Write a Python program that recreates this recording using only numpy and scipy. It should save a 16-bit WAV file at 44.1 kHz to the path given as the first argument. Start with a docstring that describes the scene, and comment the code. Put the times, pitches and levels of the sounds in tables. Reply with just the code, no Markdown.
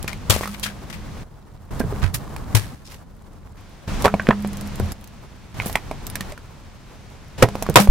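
"""Food tins crush under a creeping car, close to the microphone: their walls buckle with short hollow
knocks, and their seams burst, thump the microphone with air and spray their contents.
Each jolt rings the air inside the tyre, and grit ticks between tread and asphalt.
Behind them the idling engine and the outdoor air swell around each crush and duck under loud cracks.
The loudest bursts overload and flatten."""
import sys
import numpy as np
from scipy import signal
from scipy.fft import rfft, irfft
from scipy.io import wavfile
from scipy.ndimage import uniform_filter1d

SR = 44100
rng = np.random.default_rng(int(sys.argv[2]) if len(sys.argv) > 2 else 0)


def digitize_waveform(pressure):
    """Quantize a signal to 16-bit integers and store it at the path in sys.argv[1].

    Rows of a 2-D input are taken as channels; values are limited to [-1, 1].
    """
    field = np.atleast_2d(pressure).T
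    bounded = np.clip(field, -1, 1)
    quanta = np.round(bounded * 32767).astype(np.int16)
    wavfile.write(sys.argv[1], SR, quanta)


N = 348390
T = np.arange(N) / SR


def amp(db):
    """Decibels to gain."""
    return 10 ** (np.asarray(db) / 20)


def unit(x):
    """Scales to rms 1."""
    return x / np.sqrt(np.mean(x ** 2) + 1e-20)


def curve(points, hz):
    """Reads a curve on a log-frequency axis."""
    f, value = np.transpose(points)
    return np.interp(np.log(hz + 1), np.log(f + 1), value)


def add(mix, start, sound):
    """Mixes a stereo sound in at a start time in seconds."""
    part = mix[:, max(round(start * SR), 0):][:, :sound.shape[1]]
    part += sound[:, :part.shape[1]]


def fade(t, t60):
    """Exponential decay, 60 dB down after t60 seconds."""
    return np.exp(-np.log(1000) * t / max(t60, 1e-3))


def pan(db):
    """Left and right gains of constant total power; positive dB leans left."""
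    return unit(amp([[db / 2], [-db / 2]]))


def noise(size, colour, likeness):
    """Stereo noise of rms 1 with a dB spectrum colour(hz) and a left-right likeness."""
    hz = np.fft.rfftfreq(size, 1 / SR)
    left, other = rfft(rng.standard_normal((2, size)))
    shared = np.clip(likeness(hz) if callable(likeness) else likeness, 0, 1)
    right = shared * left + np.sqrt(1 - shared ** 2) * other
    return unit(irfft(np.array([left, right]) * amp(colour(hz)), size))


def hump(centre_hz, below_db, above_db):
    """A spectrum with one slope per octave below its centre and another above."""
    def colour(hz):
        octaves = np.log2((hz + 1) / centre_hz)
        return np.where(octaves < 0, below_db * octaves, above_db * octaves)
    return colour


def wander(size, rate_hz):
    """Smooth random modulation of rms 1."""
    hz = np.fft.rfftfreq(size, 1 / SR)
    return unit(irfft(rfft(rng.standard_normal(size)) / (1 + (hz / rate_hz) ** 4), size))


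def underbody(sound, wet_db, t60, likeness, size=6000):
    """Adds the quick echoes between the asphalt and the underside of the car."""
    t = np.arange(size) / SR
    echoes = noise(size, np.zeros_like, likeness) * fade(t, t60) * np.clip(t / 0.0015 - .5, 0, 1)
    echoes *= amp(wet_db) / np.linalg.norm(echoes[0])
    echoes[:, 0] += 1  # the direct sound
    return signal.fftconvolve(sound, echoes, axes=1)


# Stereo image of the noise beds. Each row: frequency in Hz, left-right likeness (0 or less is widest).
BED_LIKENESS = [(60, 0.55), (130, 0.46), (290, 0.66), (640, 0.47), (1410, 0.62), (3100, 0.54), (6820, 0.11),
                (15000, -0.31)]
def bed(spectrum):
    """Steady background noise, widest in the treble."""
    return noise(N, lambda f: curve(spectrum, f), lambda f: curve(BED_LIKENESS, f))


# Tone of the outdoor wash and of the far hiss. Each row: frequency in Hz, relative level in dB.
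WASH_EQ = [(80, -67), (250, 3), (450, 4), (700, 2), (1000, 1.5), (1600, -6.5), (2500, -16), (5000, -17.5),
           (9000, -20), (16000, -24.5)]
HISS_EQ = [(400, 11.5), (1200, 8.5), (2200, 7), (3500, 3.5), (6000, 0.5), (8500, -6), (12000, -12.5),
           (16000, -23)]
# The hiss holds one level after another. Each row: start in seconds, level in dB before the swells.
HISS_STEPS = [(0, -54), (1.233, -66.5), (3.569, -51.5), (6.88, -50)]
def outdoor_air(gain):
    """A fluttering midrange wash, and a far hiss that follows the swells a little less."""
    wash, hiss = bed(WASH_EQ), bed(HISS_EQ)
    wash_db = -52.5 + 2.1 * wander(N, 25)
    starts, levels_db = np.transpose(HISS_STEPS)
    hiss_db = levels_db[np.searchsorted(starts[1:], T)]
    return gain * amp(wash_db) * wash + gain ** 0.9 * amp(hiss_db) * hiss


# Tone of the engine and tyre rumble. Each row: frequency in Hz, relative level in dB.
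RUMBLE_EQ = [(10, -23.5), (28, 0.5), (55, -2.5), (90, 0), (140, -3.5), (230, -9.5), (350, -20.5),
             (800, -66)]
def engine(firing_hz=27.4, level_db=-40.5):
    """The idle: harmonics of a slightly drifting firing rate over a low rumble."""
    turns = np.cumsum(firing_hz * (1 + 0.01483 * wander(N, 2.28))) / SR
    firing = sum(amp(db) * np.sqrt(2) * np.sin(2 * np.pi * (harmonic * turns + rng.random()))
                 for harmonic, db in [(1, -13.5), (2, -14), (3, -17), (5, -22)])
    return amp(level_db) * (firing + amp(-3.0) * bed(RUMBLE_EQ))


def grit(level_db=-56.5, grains_per_s=47, size=700):
    """Sparse sand grains crushed under the rolling tread, each clicking in one of eight bands."""
    clicks = (rng.random(N) < grains_per_s / SR) * amp(1.99 * np.minimum(rng.exponential(1, N), 3.5))
    band, out = rng.integers(0, 8, N), np.zeros((2, N))
    for k, hz in enumerate(np.geomspace(900, 12000, 8)):
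        grain = noise(size, hump(hz, 13.0, -15), 0.36) * fade(np.arange(size) / SR, 0.0082)
        out += signal.oaconvolve((clicks * (band == k))[None], grain, axes=1)[:, :N]
    return amp(level_db) * out


# The tyre drops off a collapsing tin. Each row: start in seconds, level in dB before the swells.
JOLTS = [(0, -55), (0.295, -39.5), (1.8, -51.5), (4.05, -39.5), (4.29, -36), (4.8, -70), (7.425, -40),
         (7.758, -27)]
def tyre(cavity_hz=202.6, rise_s=0.013, t60=2.33, rolling_db=-62):
    """The air inside the tyre hums at its lowest mode after every jolt, wavering under the load."""
    power = amp(rolling_db) ** 2
    for start, db in JOLTS:
        since = np.maximum(T - start, 0)
        power = power + (amp(db) * np.minimum(since / rise_s, 1) * fade(since, t60)) ** 2
    turns = np.cumsum(cavity_hz * (1 + .012 * wander(N, 16))) / SR
    waver_db = 2.6 * wander(N, 14)
    return np.sqrt(2 * power) * amp(waver_db) * np.sin(2 * np.pi * turns) * pan(-1.8)


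# Fader moves on the background. Each row: start in seconds, end in seconds, boost in dB before ducking.
SWELLS = [(-.1, 1.24, 9), (1.707, 2.751, 14.5), (3.876, 4.929, 17.5), (5.542, 6.322, 10), (7.379, 8.0, 16)]
def background_gain(tins, threshold_db=-15.5, duck_share=.62, release_db_per_s=7):
    """The background steps up around each crush; while raised, it ducks under loud tins and creeps back."""
    boost_db = sum(db * ((T > start) & (T < end)) for start, end, db in SWELLS)
    tins_power = uniform_filter1d((tins ** 2).mean(0), size=64)
    over_db = np.maximum(10 * np.log10(np.clip(tins_power, 1e-12, 1)) - threshold_db, 0)
    release_db = release_db_per_s * T
    duck_db = np.maximum.accumulate(duck_share * over_db + release_db) - release_db
    return amp(uniform_filter1d(np.maximum(boost_db - duck_db, 0), size=256))


# The loudest ticks of grit and splitting seams. Each row: start in seconds, level in dB.
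TICKS = [(0.028, -15.5), (0.341, -12), (0.597, -20), (4.023, -14), (4.424, -29), (4.474, -21),
         (4.532, -23.5), (4.571, -21), (4.611, -20), (4.674, -24.5), (4.757, -22), (4.798, -17.5),
         (4.920, -17), (5.012, -34), (5.042, -27), (5.075, -31.5), (5.728, -17.5), (6.068, -13.5),
         (6.1, -18), (6.1556, -11.5), (7.625, -7.5), (7.698, -12.5), (7.742, -17.5)]
def ticks(centre_hz=10200, size=1024):
    """Tiny bright fractures with a short scatter of echoes."""
    out, t = np.zeros((2, N)), np.arange(size) / SR
    for start, db in TICKS:
        snap = noise(size, hump(centre_hz, 3.2, -6), .55) * fade(t, .005) * (1 - fade(t, .001))
        add(out, start, underbody(amp(db) * snap, wet_db=-5, t60=0.044, likeness=0.18))
    return out * pan(-2.8)


# Low thumps of escaping air, of the tyre settling and, last, of spray hitting the microphone.
# Each row: start in seconds, level in dB, pitch in Hz, pan in dB.
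THUMPS = [(.002, -22, 93.7, 28), (0.296, -7.5, 101.3, 19), (.340, -15, 78, 15), (1.801, -8, 251, -9),
          (1.844, -16, 128.5, -13), (2.027, -11, 96, -22), (2.041, -3, 92.6, -22), (2.14, -16.5, 124, -20),
          (2.5467, -2, 105, 16.5), (4.053, -14, 181, 3), (4.140, -10, 190, -1), (4.2879, 1, 229, -2),
          (4.29, -18, 112, -1), (4.801, -12.5, 117, 24), (4.822, -12, 83.4, -3), (5.588, -18.5, 109, -4),
          (5.661, -17, 207, 2), (6.206, -20.5, 194, -2), (7.427, -3, 119, -2), (7.692, -11, 145, -14),
          (7.761, -5.5, 119.5, 2), (7.799, -6.5, 199, 6), (7.888, 6, 27.7, -1)]
def thumps(decay_cycles=16, size=16384):
    """A push of air that swings and dies; its eddies reach left and right differently."""
    out, t = np.zeros((2, N)), np.arange(size) / SR
    for start, db, hz, pan_db in THUMPS:
        swing = np.sin(2 * np.pi * hz * t)
        eddies = .25 * noise(size, hump(hz, 7, -14), .15)
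        envelope = fade(t, decay_cycles / hz) * (1 - fade(t, 0.012))
        add(out, start, amp(db) * pan(pan_db) * (swing + eddies) * envelope)
    return out


# The faint ring of the whole tin. Each row: pitch in Hz, resonance gain in dB, t60 in seconds.
TIN_MODES = [(423, -8.5, 0.27), (685, -15, 0.222), (1010, -17, .12), (1144, -4, 0.067), (1185, -8.5, 0.1),
             (1310, -4, 0.073), (1950, -9, 0.19), (2555, -6, 0.037), (2690, -28, .1), (2820, -8, .08),
             (3730, -28.5, 0.34)]
def tin_ring(drive, size=8192):
    """Lightly damped modes of the tin, shaken by the driving sound."""
    t = np.arange(size) / SR
    modes = sum(amp(db) * np.sin(2 * np.pi * hz * t) * fade(t, t60) * 2 / fade(t, t60).sum()
                for hz, db, t60 in TIN_MODES)
    return signal.oaconvolve(drive, modes[None], axes=1)[:, :N]


# A seam opens and sprays. Each row: start in seconds, level in dB, attack in seconds, t60 in seconds,
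# corner frequency in Hz, slope above it in dB per octave, pan in dB.
JETS = [(0.079, -26.5, 0.0011, 0.17, 1900, -7, 32), (0.296, -11.5, 0.0046, 0.19, 380, -2.5, 10),
        (0.298, -10, 0.001, 0.092, 7400, -3.5, 0.5), (0.305, -11.5, 0.0015, 0.049, 3430, -16, -5),
        (.335, -27.5, 0.003, 0.82, 1150, -2, 2.5), (0.544, -32.5, 0.0024, 0.046, 2120, -10, 16),
        (.628, -21.5, 0.0064, 0.16, 3200, -4.5, 3), (0.656, -25, 0.0035, 0.16, 1640, -7.5, 7),
        (.899, -32, 0.0011, 0.062, 1860, -5, 14), (0.926, -33.5, 0.0014, 0.18, 2010, -5.5, 7.5),
        (1.794, -26.5, 0.0014, 0.08, 1000, 0, 1), (2.013, -26, 0.026, 0.15, 1280, -7, -3.5),
        (2.138, -17.5, 0.0073, 0.093, 1180, 0.5, -1), (2.546, -13, 0.0083, 0.13, 278, -1.5, 0),
        (2.551, -32.5, 0.0035, 0.58, 1720, -3.5, -0.5), (2.843, -44.5, 0.021, 0.28, 5240, -10, 0),
        (2.885, -40, 0.043, 0.21, 1900, -3, -2), (4.043, -12, 0.001, 0.11, 540, -6, -3),
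        (5.55, -33.5, 0.072, 0.59, 696, -4.5, -3.5), (5.658, -22.5, 0.00089, 0.23, 6000, 8, -2),
        (7.423, -2.5, 0.0029, 0.042, 440, -5, -2.5), (7.757, 4, 0.00058, 0.14, 605, -6, -1),
        (7.793, -16, 0.0098, 0.16, 1500, 0.5, -3.5)]
def jets(size=32768):
    """Juice and air sputter through a split seam as the pressure falls; the slit whistles faintly."""
    out, t = np.zeros((2, N)), np.arange(size) / SR
    likeness = lambda f: curve([(500, 0.7), (2500, 0.073), (10000, 0.16)], f)
    trim = lambda f: curve([(10500, -1.0), (16000, -1.5)], f)
    for start, db, attack, t60, hz, slope_db, pan_db in JETS:
        pressure = np.minimum(t / attack, 1) * fade(np.maximum(t - attack, 0), t60)
        spurts_db = 2.45 * wander(size, 160)
        drops_db = 2.6 * wander(size, 1500)
        sputter = unit(amp(spurts_db + drops_db))
        whistle = lambda f: 4 / (1 + ((f / hz - 1) / 0.046) ** 2)
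        colour = lambda f: hump(hz, 5, slope_db)(f) + whistle(f) + trim(f)
        spray = noise(size, colour, likeness)
        add(out, start, amp(db) * pan(pan_db) * pressure * sputter * spray)
    return out + amp(-14.0) * tin_ring(out)


# A tin wall snaps through. Each row: start in seconds, level in dB, nominal panel pitch in Hz,
# t60 in seconds, level of the crack against the knock in dB.
SNAPS = [(0.044, -21.5, 493, 0.0076, -3.5), (0.078, -26.5, 2520, 0.017, 13.5), (.130, -28, 2200, 0.017, 9),
         (0.363, -13.5, 560, 0.0085, -9), (0.41, -15.5, 607, 0.0065, -25), (0.433, -20, 1110, 0.013, -4),
         (.437, -23.5, 1930, 0.02, -6), (0.457, -19.5, 1170, 0.0091, -5), (.475, -27, 1290, 0.029, 8.5),
         (1.804, -11, 450, 0.01, -24), (1.81, -28, 1620, 0.054, -28), (1.840, -25, 444, 0.028, -28),
         (1.925, -25, 403, 0.06, -25), (2.277, -35, 1076, 0.02, -1), (2.363, -30.5, 865, 0.024, 9.5),
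         (4.049, -6, 940, 0.015, -14), (4.056, 7, 660, 0.011, -15), (4.080, -9.5, 1360, 0.012, -11),
         (4.1404, -9, 664, 0.021, -14), (4.1971, -13, 1600, 0.018, -38), (4.270, -8.5, 1830, 0.0042, -22),
         (4.2886, 2.5, 470, 0.016, -21), (4.308, -6, 1010, 0.017, -34), (4.31, -13, 1804, 0.024, -29),
         (4.448, -10.5, 467, 0.0035, -21), (4.7998, -16, 417, 0.024, -14), (5.6001, -11, 2240, 0.012, -22),
         (5.6611, -18.5, 454, 0.0092, -12), (5.697, -27.5, 730, 0.035, 8), (5.7553, -3, 2100, 0.0076, -4),
         (5.7566, -11.5, 873, 0.014, -29), (5.9125, -20.5, 673, 0.034, -3), (6.1554, -18, 1760, 0.009, 4),
         (6.2076, -19.5, 1850, 0.0071, 6.5), (6.321, -36, 600, 0.099, 13), (6.377, -31.5, 1430, 0.015, 1),
         (7.4253, 9.5, 491, 0.018, -7.5), (7.427, -10, 1410, 0.031, -24), (7.437, -11.5, 680, 0.04, -2),
         (7.487, -20, 770, 0.01, -2), (7.554, -12, 640, 0.0059, -10), (7.624, -19.5, 650, .03, -23),
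         (7.665, -19.5, 1140, 0.011, -5), (7.689, -14, 418, 0.024, -13), (7.7, -17, 448, 0.023, -19),
         (7.7577, 7, 1010, 0.025, 4.5), (7.874, -13.5, 675, 0.0079, -9)]
def crumple(creases=2, within_s=.022, drop_db=13.5, fall_db_per_s=302, spread_octaves=0.79):
    """Each snap sets off smaller creases: later ones are weaker, and most ring higher."""
    chance = rng.random((len(SNAPS), creases, 2))
    for (start, db, hz, t60, crack_db), draws in zip(SNAPS, chance):
        yield start, db, hz, t60, crack_db
        for k, (when, smallness) in enumerate(draws):
            delay = within_s * (k + when) / creases
            crease_db = db - drop_db - fall_db_per_s * delay
            crease_hz = hz * 2 ** (spread_octaves * (smallness - 0.25))
            yield start + delay, crease_db, crease_hz, t60, crack_db


# Modes of a buckling panel. Each row: multiple of its pitch, level in dB, share of its ring time.
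PANEL_MODES = [(0.419, -1, 0.58), (0.711, -5, 1.0), (1, 7.5, 0.64), (1.47, -14, 0.83), (2.15, -22.5, 0.99),
               (3.3, -4.5, 0.53), (4.9, -23, 0.15)]
def buckles(size=4096):
    """Each snap rings a few damped panel modes, sagging in pitch, with a crack at the crease."""
    out, t = np.zeros((2, N)), np.arange(size) / SR
    ratio, mode_db, share = np.transpose(PANEL_MODES)[:, :, None]
    for start, db, hz, t60, crack_db in crumple():
        detune = 1 + 0.056 * rng.standard_normal(ratio.shape) * (ratio != 1)  # no two dents are alike
        turns = np.cumsum(hz * (0.942 + 0.081 * fade(t, t60))) / SR
        push = 1 / (1 + (ratio * hz / 3300) ** 4)  # a snap is too slow to drive the highest modes
        modes = push * amp(mode_db) * fade(t / share, t60) * np.sin(2 * np.pi * ratio * detune * turns)
        knock = modes.sum(0) * (1 - fade(t, .0016))
        crack = noise(size, hump(1800, 8.0, -4.0), 0.68) * fade(t, 0.014) * (1 - fade(t, 0.011))
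        snap = amp(db) * (knock + amp(crack_db) * crack)
        add(out, start, underbody(snap, wet_db=-11.0, t60=0.089, likeness=0.91))
    return (out + tin_ring(out)) * pan(-2.6)


# The gap between car and asphalt colours the tins. Each row: frequency in Hz, gain in dB.
GAP_EQ = [(150, -0.5), (235, -1.5), (310, -2.5), (410, -1), (1000, -0.5), (2400, 0.5), (3700, 0), (4900, 0),
          (7000, -1), (13000, -1), (16000, -7.5)]
def scene():
    """The tins heard through the gap under the car, over engine, outdoor air, grit and tyre."""
    tins = thumps() + jets() + buckles() + ticks()
    hz = np.fft.rfftfreq(2 * N, 1 / SR)
    tins = irfft(rfft(tins, 2 * N) * amp(curve(GAP_EQ, hz)))[:, :N]
    gain = background_gain(tins)
    return tins + gain * engine() + outdoor_air(gain) + gain * (grit() + tyre())


def record(dry, cutoff_hz=15900):
    """Peaks flatten at full scale, then a steep low-pass takes off the very top."""
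    flattened = dry / (1 + dry ** 8) ** (1 / 8)
    lowpass = signal.firwin(401, cutoff_hz, window=("kaiser", 7), fs=SR)
    return signal.oaconvolve(flattened, lowpass[None], "same")


dry = scene()
out = record(dry)
digitize_waveform(out)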